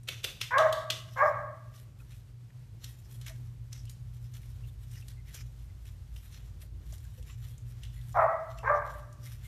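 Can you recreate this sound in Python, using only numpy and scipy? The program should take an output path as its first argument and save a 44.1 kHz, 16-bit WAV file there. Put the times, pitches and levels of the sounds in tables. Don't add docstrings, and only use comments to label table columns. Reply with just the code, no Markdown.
import sys
import numpy as np
from scipy import signal
from scipy.fft import rfft, irfft
from scipy.io import wavfile
from scipy.ndimage import uniform_filter1d

SR = 44100
rng = np.random.default_rng(int(sys.argv[2]) if len(sys.argv) > 2 else 0)


def linear_from_db(decibels):
    return 10 ** (np.asarray(decibels, float) / 20)


def inscribe(sig):
    pcm = np.round(np.clip(np.atleast_2d(sig).T, -1, 1) * 32767)
    wavfile.write(sys.argv[1], SR, pcm.astype(np.int16))


N = 417627
ROOM_T60_S, HALL_T60_S = 0.41, 0.65


def unit(x):
    return x / np.sqrt(np.mean(x ** 2))


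def noise(n=N):
    return rng.standard_normal(n)


def band(x, lo_hz, hi_hz, order=2):
    edges_hz = [lo_hz, min(hi_hz, .45 * SR)]
    return signal.sosfilt(signal.butter(order, edges_hz, "band", fs=SR, output="sos"), x)


def peak(x, hz, width_hz):
    return band(x, hz - width_hz / 2, hz + width_hz / 2, order=1)


def curves(table, t):
    s, *columns = np.transpose(table)
    return [np.interp(t, s, column) for column in columns]


def walk(rate, n=N):
    k = max(int(SR / rate), 1)
    stairs = np.repeat(noise(n // k + 1), k)
    return unit(uniform_filter1d(uniform_filter1d(stairs, k), k)[:n])


def add(out, s, x):
    i = int(s * SR)
    out[i:i + len(x)] += x[:len(out) - i]


def tail(t60, build_s):
    t = np.arange(int(1.3 * SR)) / SR
    ir = noise(len(t)) * (1 - np.exp(-t / build_s)) * linear_from_db(-60 * t / t60)
    return ir / np.sqrt(np.sum(ir ** 2))


# (time [s], duct rumble level [dB], fridge level [dB])
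HUM_LEVELS = [(0.0, -61, -48.5), (1.87, -56.5, -47), (2.08, -53, -50.5), (2.48, -63, -46.5),
              (2.92, -52, -48), (3.14, -54.5, -45.5), (3.72, -49.5, -44), (5.38, -47.5, -47.5),
              (6.38, -45.5, -59), (6.62, -46.5, -54), (7.1, -43.5, -50), (7.44, -47.5, -44.5),
              (8.23, -47.5, -45), (8.36, -59, -51), (8.63, -44, -45), (8.91, -49, -52.5),
              (9.28, -51, -43.5), (9.47, -44, -53.5)]


def hum(blower_mean_db=-54, blower_follows=.7, hand_db=-73):
    t = np.arange(N) / SR
    duct_db, fridge_db = curves(HUM_LEVELS, t)
    blower_db = blower_mean_db + blower_follows * (duct_db - duct_db.mean())

    mains = np.sin(2 * np.pi * 119.8 * t) * linear_from_db(1.5 * walk(9))
    fridge = mains + linear_from_db(-5.5) * unit(band(noise(), 106.7, 123.6))
    boom = np.sin(2 * np.pi * 54.5 * t + 0.63 * walk(3.5)) * linear_from_db(0.5 * walk(3.8))
    duct = boom + linear_from_db(-4.5) * unit(band(noise(), 48, 64))
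    blower = band(noise(), 81.9, 98)
    hand = linear_from_db(hand_db + 3.2 * walk(14)) * unit(band(noise(), 110, 350))
    return linear_from_db(duct_db) * unit(duct) + linear_from_db(fridge_db) * unit(fridge) + linear_from_db(blower_db) * unit(blower) + hand


# (frequency [Hz], level [dB per Hz])
AIR_SPECTRUM = [(15, -38), (25, -17), (140, -5.5), (250, -26.5), (761, -34), (2080, -37.5), (6850, -42.5),
                (14000, -46)]


def air(level_db=-64):
    hz, db = np.transpose(AIR_SPECTRUM)
    f = np.maximum(np.arange(N // 2 + 1) * SR / N, 1)
    x = irfft(rfft(noise()) * linear_from_db(np.interp(np.log(f), np.log(hz), db)), N)
    x = x * linear_from_db(1.0 * walk(22))
    return x / np.std(band(x, 200, 14000)) * linear_from_db(level_db)


# (time [s], peak level [dB], ring [Hz], treble level [dB])
CLAW_TICKS = [(.032, -48, 9500, -4), (1.7397, -48.5, 2980, -16), (2.8424, -33, 3728, -1),
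              (3.114, -54.5, 5900, -11.5), (3.2122, -39.5, 3731, 0), (3.263, -34, 2320, -4),
              (3.2956, -39, 2040, 0), (3.7278, -32, 5340, -14), (3.853, -43.5, 2771, 8),
              (3.895, -38, 6940, 4), (4.338, -43, 6120, -22), (4.4313, -53, 2200, -18),
              (4.913, -46, 7430, -11), (5.082, -38.5, 4300, 4), (5.3442, -35, 6440, -10),
              (5.8543, -46.5, 2606, -2), (6.1621, -41.5, 3020, -21), (6.6167, -45.5, 4300, -8),
              (6.923, -41, 6800, -19), (6.98, -44.5, 2160, 11), (7.049, -47.5, 7300, -1),
              (7.226, -45, 3300, 1), (7.2784, -49, 2620, -12), (7.5788, -44.5, 7191, -18),
              (7.8333, -34, 3140, -8), (7.8495, -44, 3620, -12), (8.0122, -48, 3630, -10),
              (8.2034, -40.5, 1920, -14), (8.585, -38, 2670, -7), (9.1263, -45.5, 6730, -6)]


def ticks(rise_s=0.0014, t60_s=0.027, t60_scatter=0.15):
    out, t = np.zeros(N), np.arange(int(.06 * SR)) / SR
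    for s, db, hz, treble_db in CLAW_TICKS:
        t60 = t60_s * np.exp(t60_scatter * rng.standard_normal())
        crack = noise(len(t)) * (1 - np.exp(-t / rise_s)) * linear_from_db(-60 * t / max(t60, .003))
        knock = unit(peak(crack, hz, 0.24 * hz))
        x = knock + linear_from_db(treble_db) * unit(band(crack, 3300, 11000))
        add(out, s, linear_from_db(db - 3) * x / np.abs(x).max())
    return out


def room(x, step_s=.16):
    out, step = np.zeros(N), int(step_s * SR)
    for i in range(0, N, step):
        ir = band(tail(ROOM_T60_S, build_s=0.0034)[:SR // 2], 270, 9900, order=1)
        add(out, i / SR, signal.fftconvolve(x[i:i + step], ir))
    return out


# (time [s], peak level [dB], cavity [Hz], treble level [dB], bass level [dB])
WET_SMACKS = [
    (0.0848, -21.5, 2830, -11, -15.5),
    (0.2413, -20.5, 3020, -6, -13.5),
    (0.412, -19, 2910, -14, -29.5),
    (0.5807, -21.5, 3150, -18, -10),
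    (0.7249, -23.5, 3930, -8.5, -11),
    (0.9009, -17, 3200, -17.5, -20),
]


def smacks(burst_s=0.0051, lead_s=.013, lead_db=-14, drying_db_s=-30, wet_db=-15, dull_t60=0.34):
    out, t = np.zeros(N), np.arange(SR // 2) / SR
    after = np.maximum(t - lead_s, 0)
    release = (after / burst_s + .15) * np.exp(-(after / burst_s) ** 2)
    echo = linear_from_db(wet_db) * (1 - np.exp(-after / .006))
    for s, db, hz, treble_db, bass_db in WET_SMACKS:
        creep = linear_from_db(lead_db + drying_db_s * s) * t / lead_s
        burst = np.where(t < lead_s, creep, release)
        hiss = noise(len(t))
        ragged = linear_from_db(2.7 * walk(600, len(t)))
        ringing = echo * linear_from_db(1.1 * walk(43, len(t)) - 60 * after / ROOM_T60_S)
        pops = hiss * (ragged * burst + ringing)
        crisp = hiss * (burst + echo * linear_from_db(-60 * after / dull_t60))

        cavity = unit(peak(pops, hz, 1100)) + .5 * unit(peak(pops, 3480, 140))
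        cavity = cavity + .4 * unit(peak(pops, .93 * hz, 200)) + linear_from_db(-17.0) * unit(peak(pops, 1.85 * hz, 700))
        standing_waves = sum(peak(pops, f, 44) for f in rng.uniform(2000, 6500, size=14))
        treble = unit(band(crisp + .3 * pops, 5100, 15000))
        bass = unit(band(pops, 1200, 2400)) + 1.6 * unit(band(pops, 340, 730))
        x = cavity + linear_from_db(-4.5) * unit(standing_waves) + linear_from_db(treble_db) * treble + linear_from_db(bass_db) * bass
        add(out, s - lead_s, linear_from_db(db) * x / np.abs(x).max())
    return out


# (frequency [Hz], width [Hz], level
# [dB], t60 [s])
HALL_MODES = [(640, 40.2, -4.5, 0.85), (725, 50, -9, 0.27), (1150, 38.4, 0, 0.97), (1338, 31, -4, 0.88),
              (1600, 91, -2, 0.74), (1973, 65, 0.5, 0.82)]


def hall(x, direct_db=-1, diffuse_db=-5):
    ir = linear_from_db(diffuse_db) * tail(HALL_T60_S, build_s=0.018)
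    for hz, width, db, t60 in HALL_MODES:
        ir = ir + linear_from_db(db) * peak(tail(min(t60, .78), build_s=.01), hz, max(width, 35))
    ir[0] = linear_from_db(direct_db)
    wet = signal.fftconvolve(x, ir)
    leak = linear_from_db(-7) * band(wet, 330, 410, order=3) + linear_from_db(-30) * band(wet, 2700, 4500, order=3)
    return band(wet, 440, 2200, order=9) + leak


# (time [s], pitch [Hz], effort level [dB], muzzle opening [0-1])
FAR_BARKS = [
    [(.503, 472.5, -35.5, 0.7), (.545, 539, -23.5, 0.68), (.58, 579, -21.5, 0.41), (.602, 639, -17, .08),
     (.635, 640, -23, 0.11), (.66, 639.7, -25.5, 0.03), (.685, 604, -34, .03)],
    [(1.155, 524, -41, 0.27), (1.18, 534, -29, 0.65), (1.215, 562.3, -21, 0.57),
     (1.242, 630.5, -18.5, 0.02), (1.285, 614, -31, 0.27), (1.32, 552, -30, 0)],
    [(8.14, 815, -40.5, 0.24), (8.16, 773.6, -29.5, 0.24), (8.187, 725, -19.5, 0.14),
     (8.212, 608, -23, 0.54), (8.243, 660, -20, 0.13), (8.27, 684, -31, 0), (8.3, 668, -40, 0.2)],
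    [(8.625, 447.5, -41.5, 0.05), (8.652, 480, -31.5, 0.56), (8.678, 525.6, -26, 0.68),
     (8.702, 600.3, -22.5, 0.27), (8.745, 604, -24.5, 0.13), (8.79, 581, -45, .3)],
]
HOARSENESS = [.9, 1.0, 1.3, 1.3]
# (frequency [Hz], width [Hz])
MUZZLE_RINGS = [(1150, 505), (1600, 500), (2100, 1000)]


def barks(jitter=.025, shimmer_db=1.5, settle_s=.06, breath=.4, spread_db=35.5, mouth_db=-2.5, yap_db=-0.5):
    out = np.zeros(N)
    for table, hoarse in zip(FAR_BARKS, HOARSENESS):
        t = np.arange(table[0][0], table[-1][0], 1 / SR)
        n = len(t)
        hz, effort_db, opening = curves(table, t)
        rough = breath * hoarse ** 2 + hoarse * np.exp(-(t - t[0]) / settle_s)
        phase = np.cumsum(hz * (1 + jitter * (.5 + rough) * walk(180, n))) / SR

        folds = sum(np.cos(2 * np.pi * k * phase) for k in range(2, 8))
        folds = folds + 3.5 * rough * noise(n) * (1 + np.cos(2 * np.pi * phase))
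        low, middle, high = (unit(peak(peak(folds, f, w), f, w)) for f, w in MUZZLE_RINGS)
        chest = np.sin(2 * np.pi * uniform_filter1d(phase, size=300, mode="nearest"))
        chest = chest + 0.48 * rough * unit(band(noise(n), 560, 950))

        voice = linear_from_db(effort_db + 0.0072 - spread_db * opening ** 2) * chest
        voice = voice + linear_from_db(effort_db + mouth_db - spread_db * (opening - .5) ** 2) * low
        yap = middle + linear_from_db(-7.5) * high
        voice = voice + linear_from_db(effort_db + yap_db - spread_db * (opening - 1) ** 2) * yap
        voice = voice * linear_from_db(shimmer_db * walk(86.4, n)) * signal.windows.tukey(n, .1)
        add(out, t[0], hall(voice))
    return out


# (loudest time [s], level [dB], rise [s], fade [s], top share [dB])
SLIPPER_STEPS = [(1.24, -57.5, 0.33, 0.17, -6.5), (1.75, -57, 0.024, 0.1, 0.5),
                 (2.12, -61, 0.066, 0.12, -4.5), (2.846, -48.5, 0.029, 0.1, -3.5),
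                 (3.22, -63.5, .04, .09, -3), (3.285, -48, 0.049, .06, -3), (3.73, -55.5, 0.022, .13, -3.5),
                 (3.905, -61, 0.025, .03, 5.5), (4.355, -54.5, 0.03, 0.039, 0.5),
                 (4.93, -58, .04, 0.18, 0.5), (5.085, -56.5, 0.013, 0.063, 1),
                 (5.355, -50.5, 0.046, 0.11, -4), (5.88, -57, 0.063, 0.087, -1),
                 (6.345, -56, 0.085, 0.17, -5), (6.62, -57.5, .025, 0.044, -0.5),
                 (7.3, -53.5, 0.071, 0.067, -3), (7.45, -56.5, 0.1, 0.11, -0.5),
                 (7.84, -55, 0.034, 0.062, -8.5), (7.955, -59, 0.039, 0.11, -3),
                 (8.58, -57, .02, 0.063, -10.5), (8.75, -60, .2, 0.062, -4.5),
                 (9.26, -56, 0.062, .15, -2.5)]
# (loudest time [s], level [dB], fade [s])
PLUSH_DRAGS = [(2.01, -70, .08), (3.0, -67, .25), (3.13, -63.5, 0.17), (3.39, -71.5, 0.26),
               (4.17, -69.5, 0.29), (4.44, -67.5, 0.34), (4.69, -66, 0.078), (4.83, -68.5, .12),
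               (5.289, -62, .1), (5.46, -72, 0.21), (5.62, -66, 0.081), (6.181, -63.5, 0.24),
               (6.25, -64, .08), (6.941, -62, 0.29), (7.18, -63, 0.098), (7.58, -79.5, .15),
               (7.7, -68, 0.22), (8.071, -64, 0.26), (8.19, -63, 0.23), (8.51, -61, .08),
               (8.909, -62.5, 0.24), (9.45, -61, .2)]


def rubbing(drag_rise_share=0.57, drag_top_db=0.2, rustle_db=-90.5):
    t = np.arange(0, N, 64) / SR
    drags = [(s, db, drag_rise_share * fade_s, fade_s, drag_top_db) for s, db, fade_s in PLUSH_DRAGS]
    body, top = np.zeros(len(t)), np.zeros(len(t))
    for s, db, rise_s, fade_s, top_db in SLIPPER_STEPS + drags:
        swell = linear_from_db(db - 20 * np.maximum((s - t) / rise_s, (t - s) / fade_s)) ** 2
        body += swell
        top += swell * linear_from_db(top_db) ** 2
    return [np.interp(np.arange(N) / SR, t, np.sqrt(p + linear_from_db(rustle_db) ** 2)) for p in (body, top)]


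def flecks(x, count=18, width_hz=70, flicker_db=5):
    rings_hz = np.geomspace(1900, 12500, count)
    return unit(sum(peak(x, hz, width_hz) * linear_from_db(flicker_db * walk(25)) for hz in rings_hz))


def scuff(grain_db=0.0, grains_per_s=1200, low_db=-6, fleck_db=-7):
    body, top = rubbing()
    sizes = linear_from_db(grain_db * np.minimum(rng.exponential(size=N), 4))
    grains = (rng.random(N) < grains_per_s / SR) * sizes * noise()
    rub = (unit(grains) + .7 * noise()) * linear_from_db(2.5 * walk(60))

    def patch(lo_hz, hi_hz):
        return unit(band(rub, lo_hz, hi_hz) * linear_from_db(2.2 * walk(30)))

    mix = linear_from_db(low_db) * patch(1300, 3500) + 0.54 * patch(2700, 4500)
    mix = mix + 0.63 * patch(4750, 6100) + .25 * patch(7160, 7500)
    mix = mix + linear_from_db(fleck_db) * flecks(rub)
    return mix * body + patch(7000, 15000) * top


# (time [s], pitch [Hz], length [s], level [dB])
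SQUEAKS = [(1.993, 1393, 0.049, -65.5), (1.996, 2550, 0.018, -63.5), (2.111, 2530, 0.05, -64.5),
           (2.496, 1790, 0.019, -63.5), (3.279, 642, 0.062, -60), (3.86, 2920, 0.038, -60),
           (4.623, 2750, 0.05, -64.5), (4.678, 3530, 0.028, -65), (4.89, 643, 0.02, -73),
           (4.925, 2850, 0.062, -64), (4.949, 1934, 0.052, -62.5), (5.014, 2680, 0.027, -61),
           (5.148, 2070, 0.082, -70.5), (5.246, 2000, 0.094, -60.5), (5.339, 465, 0.02, -58),
           (5.344, 3280, 0.037, -56), (5.369, 2434, 0.037, -59), (5.682, 2000, .04, -69.5),
           (6.619, 610, 0.039, -70), (6.92, 643, 0.019, -59), (7.046, 1600, 0.015, -63),
           (7.272, 7250, 0.09, -66), (7.168, 498, 0.045, -62), (7.955, 1950, 0.062, -65),
           (7.284, 1150, 0.036, -63), (7.289, 1950, 0.023, -62), (7.292, 2580, 0.023, -54.5),
           (8.118, 7140, .018, -60), (9.25, 2100, 0.044, -60.5), (9.439, 2100, 0.045, -61)]


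def chirps(waver=.012):
    out = np.zeros(N)
    for s, hz, length_s, db in SQUEAKS:
        n = int(length_s * SR)
        tone = np.sin(2 * np.pi * np.cumsum(hz * (1 + waver * walk(152, n))) / SR)
        tone = tone + .8 * unit(peak(noise(n), hz, .08 * hz))
        add(out, s, linear_from_db(db + 1.4 * walk(256, n)) * tone * np.hanning(n))
    return out


def scene():
    near = ticks() + .3 * chirps()
    close = smacks() + near + 0.9 * chirps() + linear_from_db(-5) * room(near) + scuff()
    return (close + barks() + hum() + air())[None]


def low_pass(x):
    return signal.sosfilt(signal.butter(12, 14910, fs=SR, output="sos"), x)


def record(dry):
    top_cut = signal.ellip(8, .2, 60, 14000, fs=SR, output="sos")
    dry = dry - 0.52 * peak(dry, 10450, 500)
    return low_pass(signal.sosfilt(top_cut, dry))


dry = scene()
out = record(dry)
inscribe(out)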